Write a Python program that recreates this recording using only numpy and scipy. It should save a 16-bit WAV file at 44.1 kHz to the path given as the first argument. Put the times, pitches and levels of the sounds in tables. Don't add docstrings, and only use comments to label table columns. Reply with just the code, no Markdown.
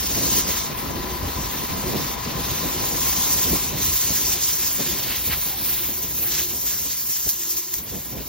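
import sys
import numpy as np
from scipy import signal
from scipy.fft import rfft, irfft, next_fast_len
from scipy.io import wavfile
from scipy.ndimage import uniform_filter1d, map_coordinates

SR = 44100
rng = np.random.default_rng(int(sys.argv[2]) if len(sys.argv) > 2 else 0)


def digitize_waveform(pressure):
    field = np.atleast_2d(pressure).T
    bounded = np.clip(field, -1, 1)
    quanta = np.round(bounded * 32767).astype(np.int16)
    wavfile.write(sys.argv[1], SR, quanta)


def elevation(decibels):
    levels = np.asarray(decibels, float)
    return 10 ** (levels / 20)


N = 365148
USUAL_DB = -32


def unit(x):
    return x / np.sqrt(np.mean(x ** 2) + 1e-20)


def along(points, hz):
    f, v = np.transpose(points)
    return np.interp(np.log(hz + 1), np.log(f + 1), v)


def curves(rows):
    s, *cols = np.transpose(rows)
    return [np.interp(np.arange(N) / SR, s, c) for c in cols]


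def swells(rows):
    s, half, *cols = np.transpose(rows)
    t = np.arange(0, N + 64, 64) / SR
    bells = np.exp(-((t[:, None] - s) / half) ** 2)
    return [np.interp(np.arange(N) / SR, t, bells @ c) for c in cols]


def wobble(rate):
    steps = np.arange(0, N + 64, 64)
    knots = rng.standard_normal(int(N * 200 / SR) + 8)
    coarse = map_coordinates(knots, [steps * min(rate, 200) / SR])
    return np.interp(np.arange(N), steps, coarse)


def filtered(x, response):
    m = next_fast_len(N + SR // 4)
    return irfft(rfft(x, m) * response(np.fft.rfftfreq(m, 1 / SR)), m)[..., :N]


def patchy(patchy_db):
    hz, t, z = signal.stft(rng.standard_normal((2, N)), SR, nperseg=512)
    field = rng.standard_normal(z.shape[1:])
    for axis in (0, 1):
        field = uniform_filter1d(field, size=8, axis=axis)
    at = np.minimum(np.round(t * SR).astype(int), N - 1)
    return hz[:, None], at, z * elevation(patchy_db * unit(field))


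def sound(z):
    return signal.istft(z, nperseg=512)[1][:, :N]


def spread(pair, alike):
    turn = np.arccos(np.clip(alike, -1, 1)) / 2
    mid, side = pair[0] * np.cos(turn), pair[1] * np.sin(turn)
    return np.array([mid + side, mid - side])


def rush(spectrum, alike):
    def colour(hz):
        return spread(np.eye(2)[:, :, None], along(alike, hz)) * elevation(along(spectrum, hz))
    return filtered(sound(patchy(patchy_db=0.5)[2]), colour).sum(axis=1)


def jet_levels():
    # time in seconds, open hiss in dB, plate hiss against it in dB.
    aim = [(0, -33, -1.5), (.26, -30, 1.5), (.5, -28.5, -2.5), (.72, -42, -2), (1.1, -40, -5.5),
           (1.57, -37, -3.5), (2.09, -35.5, -3.5), (2.4, -35.5, -4.5), (2.95, -31.5, -1.8),
           (3.2, -25.5, -2), (3.79, -33.5, -1.1), (4.32, -28.5, -0.1), (5.1, -32.5, -5.5), (5.7, -28, -11),
           (6.1, -34.5, -3.5), (7.1, -32.5, -0.5), (7.63, -36, -1.5), (8.28, -40, -6.5)]
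    # time and half length in seconds, level in dB.
    sweeps = [(.38, 0.068, 4), (.445, 0.037, -12), (.555, 0.012, -3), (.81, .05, 7.5), (.99, 0.025, 0.5),
              (1.53, 0.055, 2), (2.18, 0.035, -4), (2.28, 0.094, -6), (2.81, 0.061, -2), (3.227, 0.072, -4),
              (3.536, 0.039, 3.5), (3.74, 0.034, -4), (3.845, 0.041, 5.5), (3.97, 0.09, 4.5),
              (4.384, .03, -6.5), (4.465, 0.016, 1), (4.74, 0.037, 2.5), (5.28, 0.028, 4.5),
              (5.455, 0.061, 1), (5.57, 0.061, -4.5), (6.23, 0.074, 7.5), (6.39, .08, 4.5),
              (6.68, 0.073, 5), (7.14, 0.083, 2), (7.3, 0.032, 6), (7.43, 0.01, 0), (7.505, .022, 6.5),
              (7.585, 0.018, 6), (7.746, 0.051, 4.5), (7.812, .018, -2.5)]
    # time and half length in seconds, hiss in dB, roar in dB.
    strikes = [(.445, 0.028, 4, -2), (.62, 0.067, 6, 1), (.77, 0.038, -8, 0.5), (1.42, 0.059, 5.5, 0.5),
               (2.03, 0.067, 0.5, 2), (2.5, 0.2, 2.5, 2.5), (3.72, 0.041, -1.5, -0.5),
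               (4.44, 0.024, 4.5, -1), (4.676, 0.014, 4, 1.5), (4.74, 0.015, -4, -3), (4.82, 0.012, 2, 2.5),
               (4.92, 0.1, 3, 3), (5.13, 0.051, 0.5, 5.5), (5.325, 0.032, -2.5, 7), (5.8, 0.04, 0, 2.5),
               (6.25, 0.039, -8, 0.5), (6.365, 0.077, 5.5, 8.5), (6.71, 0.037, 5, 7), (6.911, 0.034, 2, 3),
               (7.06, 0.048, -5.5, -3), (7.16, 0.024, 2.5, 4), (7.841, 0.022, -10.5, -4),
               (7.89, .015, 1.5, 3.5), (8.2, 0.028, 1, 5)]
    # time in seconds, share of the turn.
    facing = [
        (0, 0),
        (4.3, 0.086),
        (4.7, 0.21),
        (5.7, 0.3),
        (6, 0.71),
        (8.28, 0.88),
    ]
    open_db, plate_db = curves(aim)
    sweep_db, = swells(sweeps)
    strike_db, deep_db = swells(strikes)
    turn, = curves(facing)
    top_db = open_db + sweep_db
    upper_db = plate_db + strike_db - (1 - 0.62) * sweep_db
    roar_db = -36 + 0.57 * (open_db - USUAL_DB) + 0.32 * sweep_db + deep_db - 8.5 * turn - top_db
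    middle_db = -0.5 + 0.11 * plate_db - (1 - 0.93) * sweep_db - 0.5 * turn
    middle_hz = 10320 + (11640 - 10320) * turn
    roar_drop_hz = 110 * np.clip(deep_db - strike_db, 0, 9)
    return top_db, upper_db, roar_db, middle_db, middle_hz, roar_drop_hz


def edge_spits():
    # start in seconds, peak in dB, decay in seconds, rise in seconds.
    spits = [(4.82, -24, 0.012, 0.0026), (6.1786, -31, 0.0042, 0.0016), (6.9696, -26, 0.0068, 0.0012),
             (7.0696, -21, 0.012, 0.0025), (7.118, -23.5, 0.01, 0.0013), (7.288, -10.5, 0.018, 0.0019),
             (7.392, -18.5, 0.008, 0.002), (7.4327, -18.5, 0.0057, 0.0016), (7.5094, -35, 0.0081, 0.0018),
             (7.5662, -14, 0.0083, 0.0024), (7.7346, -6, 0.0015, 0.0066), (7.7813, -17, 0.0055, 0.0028)]
    t = np.arange(N) / SR
    flare = np.zeros(N)
    for s, peak_db, decay, rise in spits:
        fall = np.where(t > s + rise, decay, rise / 2)
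        flare += elevation(peak_db - 5.5) * np.exp(-abs(t - s - rise) / fall)
    return flare


def jet():
    # centre in Hz, width in Hz.
    humps = [(14420, 1230), (6446, 1375), (3695, 2170)]
    # centre in Hz, width in Hz, share of power lost.
    ground_dips = [(2980, 550, 0.3), (5080, 350, 0.31)]
    # frequency in Hz, phase by which left leads in radians.
    lead_points = [(0, 0), (2500, .1), (4200, .4), (5600, 1.65), (7600, 2.5), (9600, 3.14), (11700, 3.9),
                   (14000, 4.75), (16000, 5.5)]
    # frequency in Hz, left-right likeness (0 to 1).
    likeness = [(1000, 0.94), (2100, 0.61), (2900, 0.43), (4100, 0.61), (5000, 0.42), (7000, 0.91),
                (8500, .93), (10500, .93), (13000, 0.92), (16000, 0.6)]
    facing_s = (2.6, 5.1)
    top_db, upper_db, roar_db, middle_db, middle_hz, roar_drop_hz = jet_levels()
    hz, at, z = patchy(patchy_db=1.5)

    def hump(centre, width):
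        return np.exp(-((hz - centre) / width) ** 2)

    *highs, (roar_hz, roar_width_hz) = humps
    shapes = [*highs, (roar_hz - roar_drop_hz[at], roar_width_hz), (middle_hz[at], 1900)]
    levels_db = [0, upper_db + 0.58, roar_db, middle_db]
    power = 0
    for (centre, width), db in zip(shapes, levels_db):
        level_db = (db + 0.26 * wobble(8.9))[at]
        power = power + elevation(2.157 * level_db) * hump(centre, width)
    power = power * (1 - sum(lost * hump(centre, width) for centre, width, lost in ground_dips))
    low_cut = hz ** 2 / (hz ** 2 + 800 ** 2)
    low_alike = -0.02 + 0.18 * np.interp(at / SR, facing_s, [0, 1])
    z = spread(z * np.sqrt(power) * low_cut, along(likeness, hz) + low_alike * (hz < 4500))
    lead = np.exp(.5j * along(lead_points, hz))
    shake_db = 0.39 * wobble(19) + 1.0 * wobble(60)
    return sound(z * [lead, lead.conj()]) * elevation(shake_db) * (elevation(top_db + 12.5) + edge_spits())


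def unsteady(cycles, db):
    waver = wobble(11)
    return elevation(db + 2.0 * waver) * np.sin(2 * np.pi * (cycles + rng.random() + .09 * waver))


def compressor():
    # multiple of the shaft rate, level in dB.
    orders = [(2, -11), (13, -12.5), (23, -15.5), (24, -6.5), (25, -10), (28, -13), (29, -2), (30, -21.5),
              (33, -12), (34, -4.5), (35, 0.5), (36, 3.5), (37, -1), (39, -9), (42, -3.5), (45, -13),
              (47, -6), (72, -9.5)]
    # frequency in Hz, casing noise in dB per Hz.
    casing_colour = [(100, -11.5), (400, -10.5), (720, -14.5), (820, -4.5), (950, -9), (1040, 3),
                     (1130, -8), (1500, -12), (2030, -10), (2600, -18.5), (5000, -32)]
    # frequency in Hz, left over right in dB.
    pan = [(100, 2.5), (400, 8), (750, 16), (1030, 13.5), (1500, 12.5), (2200, 7)]
    # time in seconds, sound path to the compressor in metres.
    walk = [
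        (0, 15),
        (.5, 9.3),
        (3.3, 9.15),
        (4, 17.8),
        (5.7, 28),
        (6.9, 59),
        (8.28, 44),
    ]
    path_m, = curves(walk)
    shaft_hz = 27.8
    turns = np.cumsum(shaft_hz * (1 + 0.00093 * wobble(3.08))) / SR
    tones = sum(unsteady(round(k) * turns, db) for k, db in orders)
    whine_cycles = np.cumsum(1050 + 6 * wobble(12)) / SR
    whine = elevation(-2.5 + 1.6 * wobble(30)) * np.sin(2 * np.pi * whine_cycles)
    angle = 2 * np.pi * turns
    throb = 1 + 0.26 * np.cos(angle) + 0.14 * np.cos(3 * angle) + 0.047 * np.cos(4 * angle)
    alike = [(100, 1.0), (450, 0.97), (700, -1.7), (1300, -0.038), (2000, 0.92)]  # (Hz, likeness)
    casing = unit(throb * rush(casing_colour, alike))
    drone = elevation(-4.0) * (tones + whine) + elevation(5.0) * casing
    panned = filtered(drone, lambda hz: elevation(np.outer([.3, -.7], along(pan, hz))))
    return elevation(-40) * 7.3 / path_m * panned


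def wind():
    # time in seconds, wind strength in dB.
    gale = [(0, -32.5), (.45, -31.5), (.6, -34.5), (.82, -37.5), (1.0, -35.5), (1.65, -34.5), (2.0, -34),
            (2.6, -33.5), (3.4, -32.5), (3.95, -37), (4.55, -39), (4.9, -35), (5.5, -38.5), (6.3, -37.5),
            (6.85, -39), (6.97, -44), (7.7, -46.5), (8.28, -41.5)]
    # time and half length in seconds, thump in dB, flutter in dB.
    gusts = [(0.188, 0.085, 3.5, 3.5), (0.406, 0.031, 0, 1), (0.895, 0.15, 4.5, 6),
             (1.018, 0.019, 3.5, -1.5), (1.131, 0.024, 4, 5.5), (1.246, 0.056, 8.5, 5),
             (1.388, 0.046, 6, 5), (1.452, 0.029, 3.5, 2.3), (1.769, 0.066, 5, 3), (1.921, 0.091, 4, 7),
             (2.345, 0.17, 4.5, 1), (2.777, 0.21, 2.5, 1), (3.109, 0.0097, 4.5, -18),
             (3.382, 0.069, -1.5, 2), (3.51, 0.047, 5, 5), (3.779, 0.083, 6, 4.5), (3.9, 0.067, 5.5, -0.5),
             (4.11, 0.048, 6, 5), (4.264, 0.065, 6.5, 2), (4.799, 0.027, -6, 5.5), (5.282, 0.032, 4.5, 3),
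             (5.36, 0.05, 9, -1.5), (5.71, 0.11, 1.5, 0.0), (6.187, 0.074, 3, -0.5), (6.56, 0.02, 3.5, 4.5),
             (7.094, 0.014, 6, 7.5), (7.273, 0.021, 13.5, 8), (7.793, 0.024, 12, 10),
             (7.95, 0.074, 12.5, 11), (8.157, 0.078, 9.5, 10.5)]
    # frequency in Hz, density in dB per Hz.
    thump_colour = [(20, -39), (38, -12.5), (55, -0.5), (110, -7), (200, -20.5), (400, -51)]
    flutter_colour = [(60, -38), (130, 0.5), (250, -0.5), (500, -6.5), (900, -15), (1600, -33)]
    # frequency in Hz, left-right likeness (0 to 1).
    thump_alike = [(50, .997), (90, .95), (150, .97)]
    strength_db = curves(gale)[0] - USUAL_DB
    gust_thump_db, gust_flutter_db = swells(gusts)
    thump_db = -37.5 + 1.25 * (strength_db + gust_thump_db)
    flutter_db = -32.5 + 1.34 * (strength_db + gust_flutter_db)
    lumps_db = 1.0 * wobble(24)
    thump = unit(elevation(lumps_db * 0.17) * rush(thump_colour, thump_alike))
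    flutter_lumps = elevation(lumps_db + 2.3 * wobble(45))
    flutter = unit(flutter_lumps * rush(flutter_colour, [(150, 0.63), (600, 0.31)]))
    return elevation(thump_db + 1.24) * thump + elevation(flutter_db + [[-.3], [.8]]) * flutter


def hollow(blown, centre_hz, width_hz, rest_db):
    strength, = swells([(s, half, elevation(db)) for s, half, db in blown])
    ring = filtered(rng.standard_normal(N), lambda hz: np.exp(-((hz - centre_hz) / width_hz) ** 2))
    return (strength + elevation(rest_db)) * elevation(-3.5) * unit(ring)


def boxy_cavity():
    # time and half length in seconds, level in dB.
    crossings = [(.32, 0.096, -45), (1.08, 0.14, -35.5), (1.89, 0.088, -36), (2.75, 0.28, -41.5),
                 (3.602, 0.12, -37.5), (4.343, 0.18, -45.5), (4.6, 0.12, -46), (4.913, 0.057, -37.5),
                 (5.784, 0.24, -45), (6.42, 0.16, -40.5), (7.568, 0.24, -44.5)]
    return hollow(crossings, centre_hz=355, width_hz=35, rest_db=-60)


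def small_gap():
    # time and half length in seconds, level in dB.
    crossings = [
        (4.33, .05, -44),
        (5.33, .04, -46),
        (5.53, .05, -43),
        (5.73, .03, -45),
        (6.27, .06, -45),
    ]
    return hollow(crossings, centre_hz=787, width_hz=90, rest_db=-69)


def scene():
    return jet() + compressor() + wind() + boxy_cavity() + small_gap()


def masked(x):
    size, start = 1024, 1024 - 312
    k = np.arange(2 * size) + .5
    window = np.sin(np.pi * k / (2 * size))
    basis = window[:, None] * np.cos(np.pi / size * np.outer(k + size / 2, k[:size]))
    pair = np.pad([x[0] + x[1], x[0] - x[1]], ((0, 0), (size + start, 3 * size)))
    blocks = pair[:, :pair.shape[1] // size * size].reshape(2, -1, size)
    lines = np.concatenate([blocks[:, :-1], blocks[:, 1:]], axis=2) @ basis
    edges = np.r_[0, 64:160:12, 160:320:20, 320:size:16]
    widths = np.diff(np.r_[edges, size])
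    power = np.add.reduceat(lines ** 2, edges, axis=2)
    frame_s = (np.arange(lines.shape[1]) * size - start) / SR
    sum_gap_db = np.interp(frame_s, [0, 4.5], [4.4, 6.6]) + 24 * (abs(frame_s - 7.53) < .008)
    gaps_db = np.array([sum_gap_db, 0 * sum_gap_db + 7.0])
    judged = uniform_filter1d(power, size=2, axis=2)
    keep = judged * elevation(2 * gaps_db)[..., None] > judged[::-1]
    keep[:, :, 0] = True
    masking = uniform_filter1d(power.max(axis=0) / widths, size=15, axis=1)
    step = np.repeat(.6 * np.sqrt(masking) * (edges > 0) + 1e-9, widths, axis=1)
    lines = step * np.round(lines / step) * np.repeat(keep, widths, axis=2)
    halves = lines @ basis.T / size
    overlapped = halves[:, 1:, :size] + halves[:, :-1, size:]
    mid, side = overlapped.reshape(2, -1)[:, start:start + N]
    return np.array([mid + side, mid - side])


def roll_off(x):
    return signal.sosfilt(signal.butter(12, 16720, fs=SR, output="sos"), x)


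def record(dry):
    mix = masked(filtered(dry, lambda hz: hz < 15850))
    return roll_off(mix)


dry = scene()
out = record(dry)
digitize_waveform(out)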